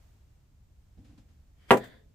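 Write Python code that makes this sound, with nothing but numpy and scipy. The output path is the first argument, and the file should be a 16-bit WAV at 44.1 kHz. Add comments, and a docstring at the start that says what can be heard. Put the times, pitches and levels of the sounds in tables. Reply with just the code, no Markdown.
"""A small glass spice jar is set down on a kitchen countertop, close by.
Its edge lands, then its base; jar and counter ring briefly between tiled walls.
The base slides a little, and the wire clasp ticks as the fingers let go.
Before that come soft bumps as the jar is carried, over a low room rumble and a faint hiss."""
import sys
import numpy as np
from scipy import signal
from scipy.fft import rfft, irfft, next_fast_len
from scipy.io import wavfile

SR = 44100
rng = np.random.default_rng(int(sys.argv[2]) if len(sys.argv) > 2 else 0)


def master_out(mix):
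    """Clip the mix to full scale and print it as 16-bit PCM to the path in sys.argv[1]."""
    frames = np.transpose(np.atleast_2d(mix))
    ceiling = np.clip(frames, -1, 1)
    pcm = np.round(ceiling * 32767).astype(np.int16)
    wavfile.write(sys.argv[1], SR, pcm)


N = 94682
RING_SAMPLES = 32768


def jar():
    """Each knock gives a sharp crack, sets jar and counter ringing, and echoes off the walls."""
    # tones of jar and counter (pitch [Hz], level [dB], time to fade 60 dB [s], left over right [dB])
    tones = [(122.6, -10.5, 0.36, 0.5), (155.8, -6.5, 0.3, 0.5), (208, -6, 0.24, -0.5),
             (244.4, -1, .19, -1), (400.3, 3.5, 0.16, 4.5), (463.5, -2.5, .15, 3), (510.2, 1.5, 0.13, 2.5),
             (555, 0.5, .14, -0.5), (640, 1, 0.13, 1), (711, 1, .17, 2.5), (783.6, 9.5, 0.13, -3),
             (813, -0.5, .17, 2.5), (882.4, -2, 0.1, 0), (948.8, 7.5, 0.086, -5.5), (994.3, 7.5, .14, -1),
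             (1342, -9.5, .15, 2), (1542, 3, .11, 1.5), (1768, 2, 0.17, 1.5), (1930, 7.5, .11, -6.5),
             (2277, -4, .14, -7), (2910, 1, .09, -2)]
    # dense ring of the counter and tiled corner, then the echo of the far kitchen, both as
    # (frequency [Hz], level [dB], time to fade 60 dB [s], left-right likeness [0-1], left over right [dB])
    corner = [(60, -19, .28, 0.98, 0), (150, -13.5, .2, 1, 0.5), (420, -1.5, 0.21, 0.7, -0.5),
              (955, -3, .12, 0, -1), (1800, -2, .12, 0.1, -1.5), (3200, -3, 0.12, 0.2, -3),
              (4400, -11.5, 0.12, 0.1, -4.5), (7930, -0.5, 0.13, .05, -4.5), (15100, -14, .15, 0.7, 1)]
    kitchen = [(100, -5.5, 0.96, 1, 3.5), (500, -3.5, 0.87, 0, 3.5), (1200, -14, 0.26, .1, 2),
               (4000, -4, .45, .1, 8), (15000, -4.5, .4, 0, -0.5)]
    tones_db, crack_db, corner_db, kitchen_db = -25.5, 17, 19, -7
    direct = sum(tone(hz, db + tones_db, fade_s) * sides(pan) for hz, db, fade_s, pan in tones)
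    direct[:, 0] -= undb(crack_db)  # the crack is a single sample
    samples, right_delay_s = np.arange(RING_SAMPLES), .00008
    direct[1] = np.interp(samples + 1 - right_delay_s * SR, samples, np.append(0, direct[1, :-1]))
    response = direct + undb(corner_db) * echo(corner) + undb(kitchen_db) * echo(kitchen)
    low_cut = signal.butter(2, 85, "high", fs=SR, output="sos")  # a small jar gives little below 85 Hz
    force = signal.sosfilt(low_cut, contacts())
    return signal.fftconvolve(force[None], response, axes=1)[:, :N]


def contacts():
    """The jar gives the counter a short push at each touch; a longer push sounds duller."""
    # knocks of glass on the counter (time [s], level [dB], contact time [ms])
    knocks = [(1.7074, 0, 0.37), (1.7117, 4.5, 0.67), (1.7190, -8, 0.66), (1.735, -3, 1.04)]
    grit_db, sharp_ms = -31, 0.62  # a gritty edge, weaker in contacts longer than sharp_ms
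    t, force = np.arange(N) / SR, np.zeros(N)
    for start, db, contact_ms in knocks:
        push = np.exp(-(2 * np.sqrt(np.pi) * (t - start) * 1000 / contact_ms) ** 2)
        force += undb(db) * push / push.sum()
        force[int(start * SR)] += undb(db + grit_db) * min(sharp_ms / contact_ms, 1)
    return force


def slide():
    """The glass base rubs softly on the counter until the jar is still."""
    # tone colour of the rubbing (frequency [Hz], level [dB])
    colour = [(300, 6), (450, -10), (680, 3), (850, -15.5), (1000, -5), (1250, -15), (1520, -6),
              (1720, 1.5), (2000, -1.5), (2300, -15), (2900, -17.5), (3500, -5), (4100, -17.5),
              (4650, -15.5), (5500, -29.5), (15000, -30.5)]
    # its rise and fall (time [s], level [dB])
    levels = [(1.75, -110), (1.80, -52.5), (1.845, -46.5), (1.875, -56), (1.94, -58.5), (1.99, -65.5),
              (2.05, -80.5), (2.09, -110)]
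    return coloured_noise(colour, likeness=.3) * level_curve(levels)


def clasp():
    """The wire clasp gives small bright ticks as the fingers let go."""
    # ticks of the wire (time [s], level [dB], decay time [s])
    ticks = [(1.7704, -37, 0.011), (1.8396, -54.5, 0.027), (1.874, -63.5, 0.0045)]
    # their tone colour (frequency [Hz], level [dB])
    colour = [(300, -20), (1500, 16), (4300, -1), (5500, -2.5), (7500, 5.5), (10000, -7.5), (15000, 4)]
    loudness = sum(undb(db) * burst(start, decay_s, rise_s=0.0014) for start, db, decay_s in ticks)
    return coloured_noise(colour, likeness=0.067) * loudness


def brush():
    """A faint rub swells as the jar comes down."""
    # tone colour of the rub (frequency [Hz], level [dB])
    colour = [(200, 4), (1000, -10.5), (1600, -4), (2300, -3), (2700, -13), (3150, -1.5), (3900, -17.5),
              (4700, -12), (6000, -19.5), (15000, -26.5)]
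    # its swell (time [s], level [dB])
    levels = [(1.52, -110), (1.57, -81), (1.62, -68), (1.675, -68), (1.70, -46.5), (1.72, -110)]
    return coloured_noise(colour, likeness=.3) * level_curve(levels)


def handling():
    """The hand carrying the jar makes dull bumps, each with a faint rustle."""
    # touches of the hand (time [s], bump level [dB], rustle level [dB], decay time [s])
    touches = [(0.971, -48.5, -73, 0.063), (1.041, -69, -67.5, 0.085), (1.092, -56, -86, 0.11),
               (1.174, -53.5, -64, 0.02), (1.282, -72, -73.5, .06)]
    # tone colours of bump and rustle (frequency [Hz], level [dB])
    bump_colour = [(40, -5.5), (90, 9.5), (170, -3), (295, 2), (390, -31), (490, -13), (600, -25.5),
                   (780, -19), (1100, -57), (2000, -50), (15000, -75)]
    rustle_colour = [(200, 18.5), (800, 5.5), (1500, 5), (4000, 2.5), (7500, -4), (10000, -10),
                     (15000, -21)]
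    bump = coloured_noise(bump_colour, likeness=.95)
    rustle = coloured_noise(rustle_colour, likeness=0.3)
    return sum(burst(start, decay_s, rise_s=0.009) * (undb(bump_db) * bump + undb(rustle_db) * rustle)
               for start, bump_db, rustle_db, decay_s in touches)


def echo(bands):
    """Many reflections blur into fading noise; each half octave has its own level and fade time."""
    hz, ring = np.arange(RING_SAMPLES // 2 + 1) * SR / RING_SAMPLES, 0
    for centre in 62.5 * 2 ** np.arange(0, 8.1, .5):
        db, fade_s, likeness, pan = (over_hz(bands, centre, column) for column in range(1, 5))
        band = np.cos(np.pi / 2 * np.clip(2 * np.log2((hz + 1) / centre), -1, 1))
        noise = irfft(rfft(stereo_noise(likeness, RING_SAMPLES)) * band)
        ring = ring + noise * undb(db) * fade(fade_s) * sides(pan)
    ring = ring * (1 - np.exp(-np.arange(RING_SAMPLES) / SR / 0.001))  # builds up in about 1 ms
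    return ring / np.sqrt(np.sum(ring ** 2) / 2)


def room_tone():
    """A low rumble, nearly the same on both sides, and a faint hiss."""
    # tone colours of rumble and hiss (frequency [Hz], level [dB])
    rumble_colour = [(20, -7.5), (45, -4), (70, -2.5), (97, -7), (130, -10.5), (160, -18), (220, -22),
                     (370, -31), (600, -50)]
    hiss_colour = [(400, 2.5), (700, -1), (1200, -6), (4000, -12), (7500, -12), (10000, -19.5),
                   (15500, -14)]
    # slow drift of the hiss (time [s], level [dB])
    hiss_levels = [(0, -69.5), (.25, -74), (.6, -76.5), (.9, -75), (1.3, -75), (2.1, -75.5)]
    rumble = undb(-58.5) * coloured_noise(rumble_colour, likeness=0.94)
    return rumble + level_curve(hiss_levels) * coloured_noise(hiss_colour, likeness=0.1)


def undb(db):
    """Turn decibels into a gain to multiply by."""
    return 10 ** (np.asarray(db) / 20)


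def sides(db):
    """Left and right gains, with the left louder by db."""
    return undb(np.array([[db], [-db]]) / 2)


def level_curve(points):
    """Gain over time through (time [s], level [dB]) points."""
    return undb(np.interp(np.arange(N) / SR, *np.array(points).T))


def over_hz(table, hz, column=1):
    """Read a table column at any frequency, blending between rows on a pitch scale."""
    rows = np.array(table, float)
    return np.interp(np.log(np.maximum(hz, 1)), np.log(rows[:, 0]), rows[:, column])


def stereo_noise(likeness, size):
    """White noise whose two sides are unrelated (likeness 0) up to identical (1)."""
    shared = np.clip(likeness, 0, 1)
    middle = np.sqrt(shared) * rng.standard_normal(size)
    return middle + np.sqrt(1 - shared) * rng.standard_normal((2, size))


def coloured_noise(colour, likeness):
    """Stereo noise of strength 1 with the given tone colour, falling away beyond the table's ends."""
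    size = next_fast_len(N, True)
    hz = np.arange(size // 2 + 1) * SR / size
    ends = 1 / (1 + (hz / colour[-1][0]) ** 8) / (1 + (colour[0][0] / (hz + 1)) ** 4)
    spectrum = rfft(stereo_noise(likeness, size)) * undb(over_hz(colour, hz)) * np.sqrt(ends)
    noise = irfft(spectrum, size)[:, :N]
    return noise / noise.std()


def burst(start, decay_s, rise_s):
    """A gain that rises quickly and dies away."""
    age = np.maximum(np.arange(N) / SR - start, 0)
    return np.minimum(age / rise_s, 1) * np.exp(-np.maximum(age - rise_s, 0) / decay_s)


def fade(fade_s):
    """A gain that falls by 60 dB in fade_s seconds."""
    return np.exp(-np.log(1000) * np.arange(RING_SAMPLES) / SR / fade_s)


def tone(hz, db, fade_s):
    """One fading pure tone of a struck object."""
    return undb(db) * fade(fade_s) * np.sin(2 * np.pi * hz * np.arange(RING_SAMPLES) / SR)


def scene():
    """The jar, its clasp, the hand and the room together."""
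    return jar() + slide() + clasp() + brush() + handling() + room_tone()


def record(dry):
    """Round off the loudest peaks and cut the treble above 15500 Hz."""
    rounded = dry / (1 + dry ** 8) ** (1 / 8)
    return signal.sosfilt(signal.ellip(10, .2, 70, 15500, fs=SR, output="sos"), rounded)


dry = scene()
out = record(dry)
master_out(out)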